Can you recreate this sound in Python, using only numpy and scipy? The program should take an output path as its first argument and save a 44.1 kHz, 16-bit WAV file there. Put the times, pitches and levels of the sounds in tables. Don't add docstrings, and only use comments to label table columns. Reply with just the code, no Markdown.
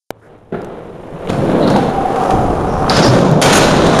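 import sys
import numpy as np
from scipy import signal
from scipy.fft import rfft, irfft
from scipy.io import wavfile
from scipy.ndimage import uniform_filter1d, minimum_filter1d

SR = 44100
rng = np.random.default_rng(int(sys.argv[2]) if len(sys.argv) > 2 else 0)


def persist_wave(psi):
    counts = np.round(np.clip(psi, -1, 1) * 32767).astype(np.int16)
    wavfile.write(sys.argv[1], SR, np.atleast_2d(counts).T)


N = 176400
T = np.arange(N) / SR
HZ = np.fft.rfftfreq(N, 1 / SR)
CAMERA_START_S = 0.1059

# frequency in Hz, relative level in dB.
FAR_ROLL_TONE = [(30, -2), (60, -8.5), (110, -4), (160, 2), (210, -1), (280, -1.5), (480, 3.5), (650, -1.5),
                 (1000, -8.5), (2000, -20.5), (3800, -29), (5000, -45), (12000, -61)]
WIND_TONE = [(15, -4), (35, -5), (70, -2), (140, -3.5), (250, -8.5), (500, -15.5), (1500, -53), (8000, -85)]
BEARING_TONE = [(2000, -25), (5000, 1), (10000, -0.5), (12000, -5), (14000, -35), (15000, -45)]
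LANDING_TONE = [(40, -14), (100, -7), (160, 2.5), (280, -7), (400, 4.5), (560, -11.5), (760, -5),
                (950, -21), (1500, -17.5), (2500, -33.5), (3800, -37.5), (5000, -54), (12000, -63)]
TICK_TONE = [(500, -25), (3000, -1), (4500, -2), (7200, -1), (10000, -5), (14000, -21)]
CRACK_TONE = [(200, -20), (700, 8.5), (1400, 1.5), (2500, 2), (4000, -1), (6800, -2.5), (8500, -6),
              (10500, -9.5), (13000, -20), (15500, -37)]
THUMP_TONE = [(40, -9), (100, -3.5), (170, -1), (280, -0.5), (420, -2), (560, 0.5), (760, -2), (950, -16),
              (1500, -9.5), (2500, -30), (3800, -41), (5000, -52), (12000, -60)]
QUARTER_PIPE_TONE = [(24, -48), (40, -27), (79, -16), (202, 5), (363, -4.5), (551, -2.5), (704, -7),
                     (776, -22), (856, -11), (2170, -39), (4010, -35), (4760, -48), (11200, -54.5),
                     (12700, -72), (14000, -84)]
FLOOR_TONE = [(24, -52.5), (40, -17), (54, -37), (202, -7.5), (372, -8.5), (499, -7), (670, -9), (758, -4),
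              (922, -13.5), (1210, -13.5), (2070, -34), (2520, -34), (4650, -41.5), (10400, -46),
              (14000, -65)]
BANK_TONE = [(24, -51), (40, -41), (112, -12.5), (154, -3.5), (306, -7.5), (551, -8), (1400, -20),
             (1970, -30), (2710, -32), (3730, -29.5), (4530, -37), (6550, -37), (11000, -52), (12700, -65),
             (14000, -101)]
# time in seconds, level in dB.
FAR_ROLL_LEVELS = [(.1, -46), (.13, -47), (.22, -47.5), (.31, -38), (.42, -44), (.51, -45), (.6, -29),
                   (.76, -30), (.93, -33), (1.15, -29.5), (1.28, -22.5), (1.5, -16), (4, -34)]
WIND_LEVELS = [(.12, -57), (.5, -50), (1.25, -35.5), (1.35, -35), (1.5, -47), (1.66, -36), (2.02, -23.5),
               (2.15, -54), (2.325, -43), (2.338, -12), (2.37, -17.5), (2.46, -15), (2.51, -17),
               (2.62, -21), (2.73, -17.5), (2.85, -19), (2.95, -23.5), (3.4, -55), (3.65, -18), (4, -25)]
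BEARING_LEVELS = [(.1, -88), (.2, -72), (.25, -64), (.3, -72), (.5, -74), (.55, -63.5), (.95, -63),
                  (1.15, -59.5), (1.27, -54), (1.45, -45.5), (2.0, -52), (2.17, -53), (2.4, -48),
                  (2.65, -56), (4, -69.5)]
# start and length in seconds, level in dB, pitch and band width in Hz.
SHORT_HISSES = [(.215, 0.068, -51, 1504, 900), (1.622, .03, -32, 4000, 600), (1.665, 0.12, -36, 4100, 1100),
                (2.17, .16, -30.5, 1100, 600), (2.205, .15, -48, 5700, 1800),
                (2.68, 0.16, -46.5, 5600, 1000), (2.898, 0.11, -24.5, 4740, 1300),
                (3.023, 0.083, -20, 5000, 1710), (3.432, 0.15, -22, 1492, 1820),
                (3.523, 0.065, -20.5, 6660, 924), (3.528, 0.06, -22, 9800, 3600),
                (3.758, 0.163, -31.5, 3880, 1100)]
# start in seconds, level in dB, decay time in seconds.
LANDING_THUDS = [(.523, -17.5, 0.024), (0.542, -16, 0.024)]
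# start in seconds, level in dB.
TICKS = [(0.618, -35), (0.646, -27.5), (3.214, -24), (3.314, -19)]
# start and length in seconds, pitch and band width in Hz, level in dB.
RAMP_BOOMS = [(1.076, 0.15, 160, 34.6, -31.5), (1.318, 0.18, 125, 50, -21.5), (1.48, 0.43, 250, 139, -17.5),
              (2.942, 0.25, 310, 120, -19.5), (3.065, 0.11, 129.3, 46, -8), (3.163, .25, 162.9, 55, -11),
              (3.446, 0.36, 155, 35.4, -20.5)]
# start in seconds,
# crack and thump levels in dB, ring pitch in Hz, ring level in dB, decay time in seconds.
CLACKS = [(1.273, -31, -28, 2600, -24, 0.0015), (1.295, -26, -26, 3280, -30, .002),
          (1.3001, -19.5, -4.5, 2320, -18, 0.0033), (1.33, -31, -14.5, 2510, -28, 0.0043),
          (1.675, -27, -9, 4100, -19, 0.0058), (1.7005, -21, -8.5, 5140, -30, 0.0063),
          (1.762, -21, -17, 840, -19, 0.0055), (2.159, -27, -27, 1700, -24, 0.0052),
          (2.306, -22, -25, 2600, -19.5, 0.0056), (2.864, -36, -34, 2810, -25, 0.0033),
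          (2.8966, -15, -25, 4610, -9.5, 0.0051), (2.921, -38, -9.5, 1300, -13.5, .006),
          (2.9655, -16.5, -8, 4970, -15, .011), (3.049, -19.5, -8, 646, -15, 0.032),
          (3.415, -12, -11, 10500, -22, 0.011), (3.4218, -1.5, -18, 4600, -19, 0.0092),
          (3.461, -12, -8.5, 3650, -23, 0.023), (3.528, -7.5, -27, 1394, -14, 0.029),
          (3.555, -17, -12, 6540, -18, .015), (3.632, -32, -10, 3885, -17.5, 0.012),
          (3.865, -19, -12.5, 4000, -24, 0.0087), (3.989, -14, -6, 3900, -24, 0.0094)]
# time in seconds, rumble and grit levels in dB before roll's gains.
QUARTER_PIPE_LEVELS = [(1.3, -13.5, -22.5), (1.318, -17, -36), (1.428, -20, -38), (1.44, -14.5, -41),
                       (1.662, -9, -28.5), (1.672, -10.5, -24.5), (1.88, -14.5, -31)]
FLOOR_LEVELS = [(1.88, -26, -47), (1.928, -24.5, -40.5), (2.272, -17, -30.5), (2.316, -13.5, -31),
                (2.326, -15.5, -35.5), (2.718, -20, -37), (2.894, -16.5, -33), (2.9, -14.5, -23)]
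BANK_LEVELS = [(2.9, -23, -27), (3.0, -7, -20), (3.11, -10, -26), (3.2, -10.5, -29.5), (3.4, -11, -38),
               (3.48, -6.5, -19), (3.65, -9.5, -23.5), (3.8, -10, -26.5), (4.0, -8.5, -24)]
# time in seconds, peak level in dB, pitch in Hz.
KNOCKS = [(1.4415, -13, 496), (1.4943, -9, 600), (1.761, 0, 850), (1.986, -8, 653), (2.342, -4, 350),
          (2.5392, -9, 750), (2.5845, -11, 700), (2.74, -13, 900), (2.768, -7, 1070), (2.8442, -4, 1080),
          (2.882, -2.5, 1150), (2.919, -2, 1190)]
# time in seconds, pitch in Hz, level in dB.
WHEEL_RING = [(1.7, 808.5, -48), (1.76, 789, -16.5), (1.84, 784, -22), (2.0, 765.7, -19.5),
              (2.3, 760.3, -20.5), (2.54, 724, -22.5), (2.62, 736, -42), (2.9, 773, -38), (3.0, 756, -51)]
# frequency in Hz, seconds to fade by 60 dB.
HALL_DECAY = [(100, 2.3), (500, 1.5), (2000, 1.09), (5000, 0.91), (9000, 0.67), (15000, 0.64)]


def amp(db):
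    return 10 ** (np.asarray(db) / 20)


def unit(x):
    return x / np.sqrt(np.mean(x ** 2) + 1e-20)


def curve(rows, column=1):
    rows = np.array(rows)
    return np.interp(T, rows[:, 0], rows[:, column])


def look_up(rows, hz):
    row_hz, values = np.transpose(rows)
    return np.interp(np.log(hz + 1), np.log(row_hz + 1), values)


def add(mix, start, sound):
    part = mix[max(round(start * SR), 0):][:len(sound)]
    part += sound[:len(part)]


def noise():
    return rng.standard_normal(N)


def filtered(x, gains):
    return unit(irfft(rfft(x) * gains, N))


def colour(x, tone):
    return filtered(x, amp(look_up(tone, HZ)))


def resonance(hz, width_hz):
    offset_hz = np.fft.fftfreq(N, 1 / SR)
    shake = np.fft.ifft((noise() + 1j * noise()) / (1 + abs(2 * offset_hz / width_hz) ** 3))
    phase = 2 * np.pi * np.cumsum(hz * np.ones(N)) / SR
    return unit((shake * np.exp(1j * phase)).real)


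def blow(start, decay, rise_s=0.00076):
    age = np.maximum(T - start, 0)
    return np.minimum(age / rise_s, 1) * np.exp(-age / decay)


def hall(x):
    reflections = rng.standard_normal(SR) * np.minimum(T[:SR] / 0.017, 1)
    hz, t, bands = signal.stft(reflections, SR, nperseg=256)
    fade = 1000. ** (-t / look_up(HALL_DECAY, hz)[:, None])
    tail = signal.istft(bands * fade, SR, nperseg=256)[1]
    return signal.fftconvolve(x, tail / np.linalg.norm(tail))[:N]


def rough_noise(bumps_per_s=300, bump_share=0.24, throb_hz=54.16):
    bump_sizes = amp(3 * np.minimum(rng.exponential(1, N), 3))
    bumps = (rng.random(N) < bumps_per_s / SR) * bump_sizes * np.sign(noise())
    flutter = filtered(noise(), (HZ > 8) / (1 + (HZ / 40) ** 2))
    throb = 1 + 0.1 * np.sin(2 * np.pi * np.cumsum(throb_hz * (1 + 0.3 * flutter)) / SR)
    force = np.sqrt(1 - bump_share) * noise() + np.sqrt(bump_share) * unit(bumps)
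    return force * amp(flutter) * throb


def camera_pop(hz=426, length_s=0.0013):
    out = np.zeros(N)
    t = np.arange(0, length_s, 1 / SR)
    add(out, CAMERA_START_S, amp(-6.5) * np.cos(2 * np.pi * hz * t))
    return out


def far_boards():
    return colour(rough_noise(), FAR_ROLL_TONE) * amp(curve(FAR_ROLL_LEVELS))


def hum(hz=109.6):
    return amp(-50) * unit(np.sin(2 * np.pi * hz * T))


def wind():
    return colour(rough_noise(), WIND_TONE) * amp(curve(WIND_LEVELS))


def bearings():
    return colour(rough_noise(), BEARING_TONE) * amp(curve(BEARING_LEVELS))


def short_hisses(fade_s=0.01):
    out = np.zeros(N)
    for start, length, db, hz, width in SHORT_HISSES:
        fade = np.clip(np.minimum(T - start, start + length - T) / fade_s + 0.5, 0, 1)
        out += resonance(hz, width) * amp(db) * fade
    return out + amp(-14) * hall(out)


def far_landing():
    loudness = sum(amp(db) * blow(start, decay) for start, db, decay in LANDING_THUDS)
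    thuds = colour(noise(), LANDING_TONE) * loudness
    return thuds + amp(-6) * hall(thuds)


def ticks():
    return colour(noise(), TICK_TONE) * sum(amp(db) * blow(start, decay=0.0015) for start, db in TICKS)


def ramp_booms():
    out = np.zeros(N)
    for start, length, hz, width, db in RAMP_BOOMS:
        progress = np.clip((T - start) / length, 0, 1)
        out += resonance(hz, width) * amp(db) * np.sqrt(abs(np.sin(np.pi * progress)))
    return out


def clacks(ring_width_hz=1100):
    crack, thump = colour(noise(), CRACK_TONE), colour(noise(), THUMP_TONE)
    rattle = filtered(noise(), 1 / (1 + (2 * HZ / ring_width_hz) ** 2))
    body, ring = np.zeros((2, N))
    for start, crack_db, thump_db, ring_hz, ring_db, decay in CLACKS:
        force = blow(start, decay)
        body += force * (amp(crack_db) * crack + amp(thump_db) * thump)
        ring += force * amp(ring_db) * unit(rattle * np.sin(2 * np.pi * ring_hz * T))
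    return body + ring + hall(amp(-1.5) * body + amp(-10) * ring)


def roll(levels, tone, rumble_gain_db, grit_gain_db, split_hz=1325, fade_s=0.032):
    shaking = colour(rough_noise(), tone)
    lows = 1 / (1 + (HZ / split_hz) ** 6)
    rumble = filtered(shaking, lows) * amp(curve(levels) + rumble_gain_db)
    grit = filtered(shaking, 1 - lows) * amp(curve(levels, column=2) + grit_gain_db)
    arrive, leave = levels[0][0], levels[-1][0]
    fade = np.clip(np.minimum(T - arrive, leave - T + fade_s) / fade_s + 0.5, 0, 1)
    return np.sqrt(fade) * (rumble + grit)


def knocks(decay_cycles=0.77):
    out = np.zeros(N)
    t = np.arange(-200, 200) / SR
    for time, db, hz in KNOCKS:
        swing = -np.cos(2 * np.pi * hz * t) * np.exp(-abs(hz * t) / decay_cycles)
        add(out, time + t[0], amp(db) * swing)
    return out


def wheel_ring():
    loudness = amp(curve(WHEEL_RING, column=2)) * (T > WHEEL_RING[0][0])
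    return resonance(curve(WHEEL_RING), width_hz=77) * loudness


def scene():
    mono = camera_pop() + (far_boards() + hum() + wind()) * (T > CAMERA_START_S)
    mono += bearings() + short_hisses() + far_landing() + ticks() + ramp_booms() + clacks()
    mono += roll(QUARTER_PIPE_LEVELS, QUARTER_PIPE_TONE, rumble_gain_db=-2, grit_gain_db=-4)
    mono += roll(FLOOR_LEVELS, FLOOR_TONE, rumble_gain_db=1, grit_gain_db=1)
    mono += roll(BANK_LEVELS, BANK_TONE, rumble_gain_db=-0.5, grit_gain_db=3)
    mono += knocks() + wheel_ring()
    return np.array([mono, mono])


def limit(x, level_db, ceiling_db, recover_db_per_s):
    recovery = T * recover_db_per_s
    held_db = np.maximum.accumulate(level_db + recovery) - recovery
    excess_db = np.maximum(held_db - ceiling_db, 0)
    return x / amp(uniform_filter1d(excess_db, size=40))


def record(dry, notch_hz=7850, top_hz=15400):
    average_db = 10 * np.log10(abs(uniform_filter1d(dry[0] ** 2, size=300)) + 1e-12)
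    x = limit(dry[0], average_db, ceiling_db=-5.5, recover_db_per_s=122)
    notch = signal.butter(3, [notch_hz - 170, notch_hz + 170], "bandstop", fs=SR, output="sos")
    x = signal.sosfilt(notch, x)
    peak_db = 20 * np.log10(1e-6 - minimum_filter1d(-abs(x), size=40))
    x = limit(x, peak_db, ceiling_db=0, recover_db_per_s=1500)
    low_pass = signal.firwin(301, top_hz, window=("kaiser", 8), fs=SR)
    x = signal.oaconvolve(x, low_pass, "same")
    return np.array([x, x])


dry = scene()
out = record(dry)
persist_wave(out)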